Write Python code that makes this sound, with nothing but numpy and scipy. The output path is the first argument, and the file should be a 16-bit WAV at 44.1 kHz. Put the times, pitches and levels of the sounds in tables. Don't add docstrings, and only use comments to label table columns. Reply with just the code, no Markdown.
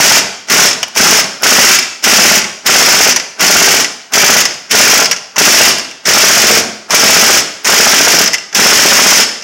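import sys
import numpy as np
from scipy import signal
from scipy.fft import rfft, irfft, next_fast_len
from scipy.io import wavfile

SR = 44100
rng = np.random.default_rng(int(sys.argv[2]) if len(sys.argv) > 2 else 0)


def output_pcm(signal):
    pcm = np.clip(np.atleast_2d(signal).T, -1, 1) * 32767
    wavfile.write(sys.argv[1], SR, np.round(pcm).astype(np.int16))


def elevation(decibels):
    levels = np.asarray(decibels, float)
    return 10 ** (levels / 20)


N = 415863


def unit(x):
    return x / np.sqrt(np.mean(x ** 2) + 1e-20)


def along(points, hz):
    f, v = np.transpose(points)
    return np.interp(np.log(hz + 1), np.log(f + 1), v)


def filtered(x, response):
    m = next_fast_len(N + SR // 2)
    spectrum = rfft(x, m) * response(np.fft.rfftfreq(m, 1 / SR))
    return irfft(spectrum, m)[..., :N]


def noise(spectrum):
    return unit(filtered(rng.standard_normal(N), lambda hz: elevation(along(spectrum, hz))))


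def resonance(f, hz, width, db):
    return elevation(db) * 1j * f * width / (hz * hz - f * f + 1j * f * width)


def train(times, gains):
    return np.bincount(np.round(times * SR).astype(int), gains, N)[:N]


def played(impulses, shape, back=False):
    if back:
        return signal.fftconvolve(impulses[::-1], shape)[:N][::-1]
    return signal.fftconvolve(impulses, shape)[:N]


# frequency in Hz, level in dB.
ROOM_TONE = [(25, -20), (60, 0), (250, -2), (900, 23), (2500, -3), (5400, -21), (8000, -24), (16000, -40)]


def room_tone():
    return elevation(-52) * noise(ROOM_TONE)


# frequency in Hz, time to fall 60 dB in seconds.
GARAGE_T60 = [(100, 0.67), (300, 0.56), (1800, 0.67), (5000, 0.68), (12000, 0.49)]
# frequency in Hz, level in dB.
WALLS = [(100, 1.5), (400, 2.5), (2400, -4.5), (3300, -2.5), (4200, -1.5), (5600, -5.5), (9000, -2.5),
         (15000, -15)]


def garage(x):
    step = SR // 5
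    hz, t, z = signal.stft(rng.standard_normal((N // step + 1, SR)), SR, nperseg=256)
    decay_db = along(WALLS, hz)[:, None] - 60 * t / along(GARAGE_T60, hz)[:, None]
    tails = signal.istft(z * elevation(decay_db), SR, nperseg=256)[1]
    out = np.zeros(N + 2 * SR)
    for k, tail in enumerate(tails):
        echo = signal.fftconvolve(x[k * step:(k + 1) * step], tail / np.linalg.norm(tail))
        out[k * step + 300:][:len(echo)] += echo
    return out[:N]


# time in seconds, peak in dB.
TICKS = [
    (0.7994, -34),
    (4.1205, -8),
    (5.3587, -17),
    (7.638, -12),
    (8.521, -29),
]


def trigger():
    s, db = np.transpose(TICKS)
    t = np.arange(SR // 20) / SR
    spits = played(train(s, elevation(db - 18)), elevation(-60 * t / 0.027))
    return spits * noise([(8000, -30), (10500, -2), (15000, -3)])


# frequency in Hz, width in Hz, level in dB.
STEEL = [(1430, 70, -17), (1966, 53, -5), (2340, 65, -4.5), (2750, 110, -4), (5270, 180, -2),
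         (5580, 56, -3), (5990, 100, -2), (6620, 140, -10), (9900, 60, -26), (12800, 130, -22)]


def steel(times, db, scatter_db):
    luck = rng.standard_normal((len(times), 2 * len(STEEL)))
    gains = elevation(db[:, None] + scatter_db * luck[:, ::2]) * np.sign(luck[:, 1::2])
    return sum(filtered(train(times, g), lambda f: resonance(f, *mode)) for g, mode in zip(gains.T, STEEL))


# time in seconds, peak in dB, brightness in dB, ring in Hz, knock in dB.
SEATS = [(0.4848, -9, -22, 1970, -13), (0.8296, 6.5, -16, 2940, -11.5), (0.8814, -19, -1, 5230, -6),
         (0.953, -8, -11, 4710, -17), (0.9615, -2, -4, 1630, -5), (1.422, -14, 7, 5470, -7),
         (3.395, -6, -16, 5110, -22), (4.123, -10, -18, 6140, -7), (5.36, -7, -39, 1100, -2),
         (5.3646, -1, -34, 1960, -21), (6.898, -13, -4, 2430, -3), (6.9064, 3, -21, 1170, -9),
         (6.9132, -6, -17, 5400, -18), (8.5283, -10, -28, 1610, -30), (9.4234, -12.5, -43, 2774, -47)]
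# time in seconds, peak in dB, brightness
# in dB, ring in Hz.
KICKS = [(0.6796, 3, -18, 5370), (1.7874, 11, -8, 5240), (3.109, 8, -12, 5900), (3.122, 6, -14, 5300),
         (3.1612, 12, -9, 5900), (4.4534, 10.5, -17, 5270), (5.0444, 4, -21, 5060), (5.0564, 8, -23, 5030),
         (5.1123, 12, -11, 5730), (5.7066, 1, -19, 5510), (5.7524, -15, -12, 5500), (5.783, -3, -8, 1690),
         (5.7954, -5.5, -22, 2020), (6.6084, -4, -21, 5190), (8.2757, 7, -11, 5140), (8.333, 6, -14, 2000),
         (9.1544, 4, -20, 5770), (9.1774, 5, -18, 5780), (9.2314, 4, -27, 5210), (9.291, -7, -22, 5270)]
# time in seconds, peak in dB, ring in Hz.
RATTLES = [(0.2084, -12, 5210), (0.7105, 3, 5140), (0.73, 0.5, 5310), (1.2424, -5, 2320), (1.8274, 0, 2090),
           (2.416, -2, 5650), (2.443, -3, 2100), (3.1986, -1, 1980), (3.8447, 5, 2020), (4.5084, -8, 4990),
           (4.5396, -10, 5560), (5.1287, -2, 1660), (5.1637, -6, 5240), (5.9125, -16, 2760),
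           (8.2604, 6, 5990), (8.341, 8, 2010), (8.3514, -15, 1970), (8.382, -8, 2730)]
SEAT_T60, KICK_T60, RATTLE_T60 = 0.048, 0.052, 0.054
KICK_KNOCK_DB, RATTLE_KNOCK_DB, RATTLE_BRIGHT_DB = -20, -25, -37


def loose_parts():
    seats = [(s, db, bright_db, SEAT_T60, hz, knock_db) for s, db, bright_db, hz, knock_db in SEATS]
    kicks = [(s, db, bright_db, KICK_T60, hz, KICK_KNOCK_DB) for s, db, bright_db, hz in KICKS]
    rattles = [(s, db, RATTLE_BRIGHT_DB, RATTLE_T60, hz, RATTLE_KNOCK_DB) for s, db, hz in RATTLES]
    return np.transpose(seats + kicks + rattles)


# frequency in Hz, level in dB.
CRACK = [(300, -34), (900, -14), (2000, -2.5), (3200, -6), (4000, -15), (4700, -5.5), (5150, -4.5),
         (6800, -4.5), (9000, -23), (16000, -32)]


def clacks():
    s, db, bright_db, t60, ring_hz, knock_db = loose_parts()
    t = np.arange(SR // 8) / SR
    dull, bright, low, ring = np.zeros((4, N + SR))
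    for row, start in enumerate(np.round(s * SR).astype(int)):
        span = slice(start, start + len(t))
        onset = 1 - np.exp(-t / 0.001)
        fade = elevation(db[row] - 60 * t / t60[row]) * onset
        wander = 0.08 * np.cumsum(rng.standard_normal(len(t)))
        dull[span] += elevation(-12.5) * fade
        bright[span] += elevation(bright_db[row] - 3.5 - 60 * t / 0.032) * fade
        low[span] += elevation(knock_db[row] - 7.5) * fade
        ring[span] += elevation(-12) * fade * np.sin(2 * np.pi * ring_hz[row] * t + wander)
    bursts = dull[:N] * noise(CRACK) + bright[:N] * noise([(7000, -23), (9500, 2), (15000, -1)])
    knocks = low[:N] * noise([(150, -20), (400, 0), (1000, 19), (1600, -48)])
    return bursts + knocks + ring[:N] + steel(s, db + 25, scatter_db=2.5)


# valve opens in seconds, hammer starts in seconds, valve shuts in seconds,
# first hiss in dB, air flow in dB.
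PULLS = [(-.02, 0.003, 0.19, -11, -9), (0.469, 0.498, .69, -24, -9), (0.943, 0.971, 1.185, -17, -8.5),
         (1.406, 1.44, 1.737, -24, -10), (2.022, 2.042, 2.348, -14, -9.5), (2.643, 2.66, 2.996, -24, -10.5),
         (3.382, 3.402, 3.827, -21, -12.5), (4.117, 4.136, 4.085, -20, -3), (4.691, 4.71, 4.86, -19, -9),
         (5.362, 5.379, 5.715, -60, -10), (6.033, 6.054, 6.595, -34, -10.5),
         (6.885, 6.917, 7.395, -25, -9.5), (7.643, 7.638, 8.16, 5, -12), (8.536, 8.548, 9.222, -24, -9.5)]
# frequency in Hz, level in dB.
AIR = [(30, -67), (100, -14.5), (250, -1.5), (700, -10.5), (2000, -0.5), (4000, -6.5), (4700, -6.5),
       (5300, 3), (8000, -9), (16000, -21)]


def air_flow():
    t = np.arange(N) / SR
    flow = np.zeros(N)
    for opens, starts, shuts, hiss_db, flow_db in PULLS:
        times = [opens - 0.001, opens + 0.0035, starts - 0.002, starts + 0.0017, shuts, shuts + 0.1]
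        levels = [-90, hiss_db - 14, hiss_db, flow_db, flow_db, flow_db - 43.5]
        flow += elevation(np.interp(t, times, levels, right=-120))
    return flow * noise(AIR)


# frequency in Hz, width in Hz, level in dB.
EXHAUST = [(227, 30, -4.5), (424, 60, -3.5), (647, 39.4, -1), (814, 71, -1.5), (1490, 304, -1)]


def exhaust(s, chuff_db):
    lead = np.arange(SR // 10) / SR
    vane_beat = 1 + 0.39 * np.cos(2 * np.pi * 220 * (lead - 0.001))
    windup = np.exp(-lead / 0.012) * vane_beat
    muffler = lambda f: sum((-1) ** k * resonance(f, *mode) for k, mode in enumerate(EXHAUST))
    roar = unit(filtered(rng.standard_normal(N), muffler))
    return played(train(s, elevation(chuff_db)), windup, back=True) * roar


def vanes(s, chuff_db):
    before, luck = np.arange(4), rng.standard_normal((len(s), 8))
    lead = 0.0014 + 0.00479 * before + 0.00015 * before ** 2
    times = s[:, None] - lead + 0.00032 * luck[:, :4]
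    sizes = elevation(chuff_db[:, None] + 11 - 6.8 * before + 2.6 * luck[:, 4:])
    t = np.arange(SR // 50) / SR
    pop = np.exp(-((t - 0.0006) / 0.00024) ** 2)
    pops = played(train(np.abs(times - 0.0006).ravel(), sizes.ravel()), pop)
    cavity = lambda f: 1 + resonance(f, 667, 107, 0.39) + resonance(f, 1445, 135, 8.5)
    return filtered(pops, lambda f: 1j * f / (170 + 1j * f) * cavity(f))


# first blow in seconds, last blow in seconds, rotor stops in seconds, strength in dB.
RUNS = [(0.004, 0.176, 0.182, 0), (0.541, 0.657, 0.664, -2), (1.009, 1.193, 1.202, -2),
        (1.469, 1.71, 1.752, 1), (2.076, 2.378, 2.384, 0), (2.701, 3.071, 3.078, -1),
        (3.443, 3.744, 3.772, 0), (4.179, 4.364, 4.41, 1.2), (4.748, 5.001, 5.008, 1),
        (5.415, 5.679, 5.686, 1), (6.177, 6.577, 6.584, 0), (7.036, 7.372, 7.378, 0),
        (7.738, 8.213, 8.246, 0), (8.601, 8.797, 8.846, -1), (8.86, 9.201, 9.208, 0.3)]
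# share of the cycle 0-1, strength in dB, exhaust chuff just before in dB.
CYCLE = [
    (0, -14, -5),
    (0.35, -17.5, -19),
    (0.6, -13.5, -20),
]
# time in seconds, strength in dB, exhaust chuff just before in dB.
STRAYS = [(0.519, -14, -14), (0.972, -14, -17.5), (1.433, -13, -18), (2.04, -11, -32), (2.664, -10, -24),
          (3.091, -12, -9), (3.407, -14, -19), (3.425, -17, -22), (3.799, -16.5, -15), (4.136, -12, -25),
          (4.155, -14, -15), (4.711, -14, -35), (0.5, -18, -33), (5.025, -20, -6.5), (5.382, -10, -17),
          (6.072, -19, -41), (6.088, -13, -8.5), (6.109, -20, -13), (6.135, -15, -23), (6.153, -19, -10),
          (6.906, -22, -23), (6.945, -6.5, -3.5), (6.996, -15, -19), (7.014, -18, -23), (7.65, -20, -41),
          (7.671, -14, -14), (7.699, -16, -5.5), (7.722, -14, -18), (8.548, -14, -27), (8.571, -20, -20)]
STROKE_S = 0.064
JITTER_S, BLOW_SCATTER_DB, CHUFF_SCATTER_DB = 0.0015, 1.8, 1.3
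LAST_CHUFF_DB = -3.5


def contacts():
    rows = []
    for first, last, stops, run_db in RUNS:
        strokes = round((last - first) / STROKE_S)
        for k in range(strokes + 1):
            for share, db, chuff_db in CYCLE:
                luck = rng.standard_normal(3)
                s = first + (k + share) * (last - first) / strokes
                if s < stops:
                    at = abs(s + JITTER_S * luck[0])
                    strength_db = run_db + db + BLOW_SCATTER_DB * luck[1]
                    puff_db = chuff_db + CHUFF_SCATTER_DB * luck[2] + LAST_CHUFF_DB * (k == strokes)
                    rows.append((at, strength_db, puff_db))
    return np.transpose(rows + STRAYS)


CHATTER_S, CHATTER_DB, CHATTER_T60 = 0.009, 14, 0.006


def chatter(s, db):
    luck = rng.random((len(s), 8))
    times = s[:, None] - CHATTER_S * np.log(1 - 0.99 * luck[:, :4])
    sizes = elevation(db[:, None] + CHATTER_DB - 9 * luck[:, 4:])
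    t = np.arange(SR // 50) / SR
    ticks = played(train(times.ravel(), sizes.ravel()), elevation(-60 * t / CHATTER_T60))
    return ticks * noise([(1500, -24), (4500, -8), (6000, 0), (9000, -6), (15000, -3)])


def hammer(s, db):
    t = np.arange(SR // 5) / SR
    hits = train(s, elevation(db + 12))
    rattle_shape = elevation(-60 * t / 0.097) * (1 - np.exp(-t / 0.0021))
    spit_shape = elevation(-60 * t / 0.06) * (1 - np.exp(-t / 0.0012))
    rattle = elevation(0.5) * played(hits, rattle_shape) * noise(CRACK)
    spit = elevation(-2.5) * played(hits, spit_shape) * noise([(5000, -42), (9000, -11), (15000, -1.5)])
    return rattle + spit + steel(s, db + 46.5, scatter_db=5.0)


def scene():
    s, db, chuff_db = contacts()
    motor = air_flow() + exhaust(s, chuff_db) + vanes(s, chuff_db)
    wrench = hammer(s, db) + chatter(s, db) + motor
    loose = clacks() + trigger()
    echo = garage(elevation(-13) * wrench + elevation(-17.5) * loose)
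    return (elevation(-0.7) * wrench + loose + echo + room_tone())[None]


def band_limit(x):
    return signal.sosfilt(signal.butter(12, 15920, fs=SR, output="sos"), x)


def record(dry):
    hardness = 3.3
    flattened = dry / (1 + np.abs(dry / 0.64) ** hardness) ** (1 / hardness)
    port = lambda f: (1 + resonance(f, 5570, 2850, -9.5)) / (1 + 1j * f / 14000)
    coupled = filtered(flattened, lambda f: (1j * f / (70 + 1j * f)) ** 2 * port(f))
    clipped = np.clip(1.104 * coupled, -1, 1)
    mix = filtered(clipped, lambda f: f < 15930)
    return band_limit(mix)


dry = scene()
out = record(dry)
output_pcm(out)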